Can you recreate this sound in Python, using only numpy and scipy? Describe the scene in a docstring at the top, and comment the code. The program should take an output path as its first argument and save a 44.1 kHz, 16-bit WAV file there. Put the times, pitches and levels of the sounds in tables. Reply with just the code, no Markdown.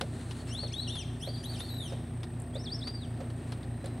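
"""A wetland, heard in stereo from the bank. From the start there is open air, a narrow hiss of insects,
a rustle close to the microphone and a far engine that drones and clatters with each turn of its shaft.
Dry ticks and tiny clicks set in at once, the ticks alternating with dull knocks. A small bird pipes
faintly. From half a second in, whistling ducks give three calls of three arched notes, shaped by the
throat and echoed by water, reeds and trees. Near the end the small bird pipes again."""
import sys
import numpy as np
from scipy import signal
from scipy.fft import rfft, irfft, next_fast_len
from scipy.io import wavfile
from scipy.ndimage import uniform_filter1d, map_coordinates

SR = 44100
rng = np.random.default_rng(int(sys.argv[2]) if len(sys.argv) > 2 else 0)


def persist_wave(psi):
    """Save psi, clipped to +-1, as 16-bit WAV."""
    counts = np.round(np.clip(psi, -1, 1) * 32767).astype(np.int16)
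    wavfile.write(sys.argv[1], SR, np.atleast_2d(counts).T)


N = 176400

# how alike noise is in the left and right channels: frequency_hz, correlation
STEREO_LIKENESS = [(100, .9995), (250, 1), (500, 0.98), (1000, 0.75), (2500, 0.87), (8000, 0.93)]
# spectra of the open air, the insects and the close rustle: frequency_hz, gain_db
AIR_SPECTRUM = [(20, -15), (42, -19), (70, -6.5), (120, -1), (220, -0.5), (360, 0), (470, -10.5), (680, -8),
                (950, -16), (1500, -20.5), (2600, -24.5), (4200, -32), (6500, -40), (11000, -45),
                (15500, -45.5)]
INSECT_SPECTRUM = [(6800, -51), (7700, -7), (8350, 5.5), (8850, 4), (9400, -10.5), (10300, -17.5),
                   (12500, -26)]
RUSTLE_SPECTRUM = [(1500, 6), (2800, 0), (4300, 5.5), (5200, -6.5), (6300, -4), (8000, 1), (10500, -3),
                   (12200, -22)]
# the rustle's swells: time_s, level_db
RUSTLE_SWELLS = [(0, -61), (.24, -56.5), (.5, -55), (.75, -74), (1.15, -69), (1.6, -55.5), (1.95, -67),
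                 (2.199, -92), (3.1, -75), (3.45, -63.5), (4, -91)]
AIR_DB, INSECT_DB = -46.5, -63

# the far engine's low tones: pitch_hz, level_db
DRONE_TONES = [(59.8, -50), (89.7, -46), (114.8, -43.5), (119.6, -44), (149.5, -50), (161.4, -54.5),
               (229.5, -55), (239.2, -56.5), (243.6, -51), (269.1, -57.5)]
# spectrum of its clatter: frequency_hz, gain_db
CLATTER_SPECTRUM = [(500, -30), (750, 18), (1200, -12), (1850, 16.5), (2300, -14.5), (4000, 0.5),
                    (7000, -17)]
DRONE_DRIFT_SHARE, DRONE_WAVER_DB = 0.00396, 1.26
SHAFT_HZ, CLATTER_DB, CLATTER_SWING_DB = 29.9, -63.5, 14

# dry ticks: start_s, level_db, t60_s
TICK_HITS = [(0.011, -23.5, 0.034), (.211, -44, 0.035), (.309, -38, 0.071), (0.953, -39.5, 0.088),
             (1.603, -37.5, 0.062), (2.231, -38.5, 0.065), (2.871, -38.5, 0.1), (3.301, -47.5, 0.047),
             (3.52, -37, 0.061), (3.629, -49, 0.066), (3.857, -47, 0.14)]
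# tiny bright clicks and dull knocks: start_s, level_db
CLICK_HITS = [(0.01, -43), (2.4, -43), (2.42, -43), (2.548, -45.5), (3.859, -39.5)]
KNOCK_HITS = [(.021, -34.5), (.632, -35.5), (1.274, -36.5), (1.922, -35.5), (2.554, -36.5), (3.203, -35.5),
              (3.841, -36)]
# spectra of the noise in a tick, a click and a knock: frequency_hz, gain_db
TICK_SPECTRUM = [(400, 5), (1100, 4.5), (2000, -1.5), (2800, -1), (4100, 3.5), (5500, -6.5), (7000, -15.5),
                 (10500, -9), (13000, -32)]
CLICK_SPECTRUM = [(5000, -55), (7700, 7.5), (10000, 2), (14000, -23)]
KNOCK_SPECTRUM = [(250, -21), (600, 9.5), (1000, -8.5), (4000, -18.5), (8000, -28), (15000, -40)]
# the modes that ring in a knock: pitch_hz, gain_db, t60_s
HOLLOW_MODES = [(459.6, -10, 0.17), (539.7, -0.5, 0.078), (597.4, -4.5, 0.12), (688.7, -10.5, 0.085)]
TICK_RISE_S, CLICK_RISE_S, CLICK_T60_S = 0.00087, 0.00028, 0.016
KNOCK_RISE_S, PUFF_T60_S, PUFF_DB = 0.0017, 0.1, -2.5

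# the small bird's notes: start_s, length_s, pitch_hz, level_db
BIRD_PIPES = [(0.387, 0.045, 4420, -53.5), (1.366, 0.06, 4740, -48), (3.672, 0.345, 4030, -66.5),
              (3.958, 0.074, 3910, -66)]
PIPE_DROOP_SHARE = 0.02
TREE_T60_S, TREE_BUILD_S, REED_T60_S = 0.84, 0.014, 0.12

# the contours the three duck calls aim for: time_s, pitch_hz, relative_level_db
CALL_ONE = [(0.48, 2646, -54), (0.515, 2766, -47.5), (0.54, 3270, -44.5), (0.565, 3600, -46.5),
            (0.59, 4207, -42.5), (0.612, 4480, -43.5), (0.64, 4457, -40), (0.665, 4000, -49),
            (0.683, 2760, -52), (0.698, 2085, -60), (0.718, 2230, -51), (0.742, 3423, -40),
            (0.765, 3715, -45), (0.8, 3996, -37), (0.835, 4410, -42), (0.862, 3688, -60),
            (0.884, 2680, -40.5), (0.905, 3464, -43), (0.93, 3683, -44.5), (0.96, 3530, -42.5),
            (0.99, 3165, -43), (1.02, 2620, -44.5), (1.05, 2000, -56)]
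CALL_TWO = [(1.201, 2450, -57), (1.232, 3267, -43.5), (1.262, 3970, -52.5), (1.291, 4606, -49),
            (1.315, 4700, -61), (1.35, 4630, -50), (1.372, 3500, -57), (1.395, 2408, -65),
            (1.427, 2300, -59), (1.442, 3200, -45), (1.457, 3880, -46), (1.48, 4150, -57), (1.5, 4530, -43),
            (1.528, 4670, -52), (1.548, 3530, -53.5), (1.575, 2250, -53), (1.604, 3605, -43),
            (1.632, 4134, -55), (1.652, 4500, -46.5), (1.68, 4506, -53), (1.708, 3866, -46.5),
            (1.765, 4005, -51.5), (1.81, 3650, -46.5), (1.86, 3127, -49), (1.915, 2330, -58)]
CALL_THREE = [(2.53, 3200, -66), (2.561, 3600, -41), (2.574, 4400, -53), (2.63, 5950, -59),
              (2.642, 5900, -56), (2.667, 3600, -40), (2.683, 3200, -47.5), (2.698, 3780, -39.5),
              (2.709, 4350, -52), (2.725, 4680, -41.5), (2.76, 5550, -43), (2.768, 6080, -64),
              (2.788, 5250, -50), (2.803, 4570, -63), (2.823, 3200, -41.5), (2.834, 3900, -36.5),
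              (2.85, 4450, -52.5), (2.885, 4706, -37), (2.92, 4805, -63), (2.957, 4710, -42),
              (2.982, 4586, -59.5), (3.03, 3700, -48), (3.062, 2700, -62)]
# each call's timbre and place:
# harmonic_2_db, harmonic_3_db, harmonic_4_db, rolloff_hz, left_over_right_db, reeds_db, trees_db
CALL_VOICES = [(-12.5, -6, -21, 10770, 4, -9, -8), (-10, -1, -7.5, 12100, 2, -1.5, -5.5),
               (-21, -42, -50, 11000, 2, -9.5, -13.5)]
# resonances of the duck's throat and bill: frequency_hz, gain_db
THROAT_RESPONSE = [(2000, 3), (2600, -4), (3400, 7.5), (4600, 3.5), (5600, 14.5), (6300, 7), (7200, -6.5),
                   (8200, -1), (9300, 3.5), (12000, 0.5), (15000, 3)]
CALL_DB, CALL_FADE_S, WEAK_BELOW_HZ = -1, 0.006, 2300
JITTER_SHARE, JITTER_PER_S, FLUTTER_DB, FLUTTER_PER_S = 0.00497, 600, 3.5, 170
LOCK_HZ, LOCK_WIDTH_HZ, LOCK_PULL = 5335, 390, 0.92
RISE_BRIGHT_DB, RISE_HZ_PER_S = 0.5, 9700

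BAND_LIMIT_HZ = 15800


def amp(db):
    """Decibels to gain."""
    return 10 ** (np.asarray(db) / 20)


def unit(x):
    """Scaled to rms 1."""
    return x / np.sqrt(np.mean(x ** 2) + 1e-20)


def clock():
    """The time of each sample in seconds."""
    return np.arange(N) / SR


def along(points, hz):
    """Read (frequency_hz, value) points on a log frequency axis."""
    point_hz, values = np.transpose(points)
    return np.interp(np.log(hz + 1), np.log(point_hz + 1), values)


def wobble(per_s):
    """A smooth random curve with per_s knots a second."""
    return map_coordinates(rng.standard_normal(int(N * per_s / SR) + 4), [clock() * per_s])


def filtered(x, response):
    """Shape x by a gain that depends on frequency."""
    size = next_fast_len(N + SR // 2)
    return irfft(rfft(x, size) * response(np.fft.rfftfreq(size, 1 / SR)), size)[..., :N]


def pan(db):
    """Channel gains that put the left db above the right."""
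    return amp(np.array([[db], [-db]]) / 2)


def noise(spectrum):
    """Coloured stereo noise of rms 1, nearly mono in the bass."""
    def mid_side_gains(hz):
        angle = np.arccos(np.clip(along(STEREO_LIKENESS, hz), -1, 1)) / 2
        return amp(along(spectrum, hz)) * [np.cos(angle), np.sin(angle)]
    mid, side = filtered(rng.standard_normal((2, N)), mid_side_gains)
    return unit(np.array([mid + side, mid - side]))


def wetland():
    """Open air all round; a little to the left, the insects' hiss and a soft, close rustle."""
    air = amp(AIR_DB + 0.92 * wobble(12)) * noise(AIR_SPECTRUM)
    insects = amp(INSECT_DB + 1.1 * wobble(57)) * noise(INSECT_SPECTRUM) * pan(3.3)
    swell_db = np.interp(clock(), *np.transpose(RUSTLE_SWELLS))
    rustle = amp(swell_db + 2.5 * wobble(35.6)) * noise(RUSTLE_SPECTRUM) * pan(1.9)
    return air + insects + rustle


def engine():
    """Far off, low tones beat together and a clatter swells with each shaft turn."""
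    drone = np.zeros(N)
    for hz, db in DRONE_TONES:
        gain = amp(db + DRONE_WAVER_DB * wobble(7))
        cycles = rng.random() + hz * np.cumsum(1 + DRONE_DRIFT_SHARE * wobble(4.91)) / SR
        drone += gain * np.sqrt(2) * np.sin(2 * np.pi * cycles)
    shaft_angle = 2 * np.pi * SHAFT_HZ * clock()
    clatter = unit(noise(CLATTER_SPECTRUM) * amp(CLATTER_SWING_DB * np.cos(shaft_angle)))
    return drone + amp(CLATTER_DB) * clatter


def burst(start_s, db, rise_s, t60_s):
    """The envelope of one blow: a quick rise, and a fall of 60 dB in t60_s."""
    age = np.maximum(clock() - start_s, 0)
    return amp(db - 60 * age / t60_s) * (1 - np.exp(-age / rise_s))


def ticks_and_clicks():
    """Short bursts of noise: dry ticks a little to the left, and tiny bright clicks close by."""
    ticks = sum(burst(start_s, db, TICK_RISE_S, t60_s) for start_s, db, t60_s in TICK_HITS)
    clicks = sum(burst(start_s, db, CLICK_RISE_S, CLICK_T60_S) for start_s, db in CLICK_HITS)
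    return ticks * noise(TICK_SPECTRUM) * pan(2) + clicks * noise(CLICK_SPECTRUM)


def knocks():
    """A little to the right, each knock rings a few short, hollow modes under a puff of noise."""
    ring, puffs = np.zeros((2, N))
    for start_s, db in KNOCK_HITS:
        for hz, mode_db, t60_s in HOLLOW_MODES:
            detuned_hz = hz * (1 + 0.0048 * rng.standard_normal())
            mode = np.sqrt(2) * np.sin(2 * np.pi * detuned_hz * (clock() - start_s))
            ring += burst(start_s, db + mode_db, KNOCK_RISE_S, t60_s) * mode
        puffs += burst(start_s, db + PUFF_DB, KNOCK_RISE_S, PUFF_T60_S)
    return (ring + puffs * noise(KNOCK_SPECTRUM)) * pan(-2.2)


def small_bird():
    """Thin, faint pipes that sag in pitch at both ends, with a little echo from the trees."""
    pipes = np.zeros(N)
    for start_s, length_s, hz, db in BIRD_PIPES:
        position = np.clip(2 * (clock() - start_s) / length_s - 1, -1, 1)  # -1 to 1 across the note
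        pitch = hz * (1 - PIPE_DROOP_SHARE * position ** 2)
        envelope = amp(db + 4.1 * wobble(45)) * (1 - position ** 2)
        pipes += envelope * np.sin(2 * np.pi * np.cumsum(pitch) / SR)
    return pipes + amp(-15) * echo(pipes, TREE_T60_S, TREE_BUILD_S, spread=0.55)


def echo(x, t60_s, build_s, spread):
    """Scattered reflections build up and die away at the microphone; spread sets their width."""
    t = np.arange(SR) / SR
    mid, side = rng.standard_normal((2, SR)) * amp(-60 * t / t60_s) * (1 - np.exp(-t / build_s))
    tail = np.array([mid + spread * side, mid - spread * side])
    return signal.fftconvolve(x[None], tail / np.linalg.norm(tail[0]), axes=1)[:, :N]


def duck_glide(times_s, hz):
    """The pitch of a call clings to a throat resonance as it passes, then jumps free."""
    aim_hz = uniform_filter1d(np.interp(clock(), times_s, hz), size=400)
    offset_hz = aim_hz - LOCK_HZ
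    return aim_hz - LOCK_PULL * offset_hz / (1 + np.abs(offset_hz / LOCK_WIDTH_HZ) ** 20)


def duck_whistle(call, overtones_db, rolloff_hz):
    """A gliding, shaky tone whose harmonics flutter and sweep through the throat's resonances."""
    t = clock()
    times_s, hz, db = np.transpose(call)
    glide = duck_glide(times_s, hz)
    # a quick upward glide is forced and slightly brighter
    force_db = RISE_BRIGHT_DB * np.tanh(np.gradient(glide) * SR / RISE_HZ_PER_S)
    pitch = glide * (1 + JITTER_SHARE * wobble(JITTER_PER_S))
    phase = 2 * np.pi * np.cumsum(pitch) / SR
    harmonics_db = [0] + [level + force_db for level in overtones_db]
    gains = np.array([amp(level + along(THROAT_RESPONSE, k * pitch)) / (1 + (k * pitch / rolloff_hz) ** 20)
                      for k, level in enumerate(harmonics_db, 1)])
    gains /= np.linalg.norm(gains, axis=0)  # the throat changes colour, not power
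    tone = np.sqrt(2) * sum(gain * amp(FLUTTER_DB * wobble(FLUTTER_PER_S)) * np.sin(k * phase)
                            for k, gain in enumerate(gains, 1))
    gate = np.clip(np.minimum(t - times_s[0], times_s[-1] - t) / CALL_FADE_S + 1, 0, 1)
    strength = 1 / (1 + (WEAK_BELOW_HZ / pitch) ** 10)  # the voice gives out at low pitch
    return tone * gate * strength * amp(CALL_DB + np.interp(t, times_s, db))


def ducks():
    """Each call arrives directly, then dulled off the near water and reeds, and later from the trees."""
    out = np.zeros((2, N))
    dulling = [(4000, 0.0), (7000, -3), (12000, -6.5)]  # frequency_hz, gain_db
    for call, settings in zip([CALL_ONE, CALL_TWO, CALL_THREE], CALL_VOICES):
        *overtones_db, rolloff_hz, pan_db, reeds_db, trees_db = settings
        voice = duck_whistle(call, overtones_db, rolloff_hz)
        dulled = filtered(voice, lambda hz: amp(along(dulling, hz)))
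        reeds = amp(reeds_db) * echo(dulled, REED_T60_S, build_s=0.0015, spread=0.62)
        trees = amp(trees_db) * echo(dulled, TREE_T60_S, TREE_BUILD_S, spread=0.21)
        out += pan(pan_db) * (voice + reeds + trees)
    return out


def scene():
    """Everything that reaches the microphone on the bank."""
    return wetland() + engine() + ticks_and_clicks() + knocks() + small_bird() + ducks()


def record(dry):
    """The recorder keeps nothing above its band limit."""
    return filtered(dry, lambda hz: hz < BAND_LIMIT_HZ)


dry = scene()
out = record(dry)
persist_wave(out)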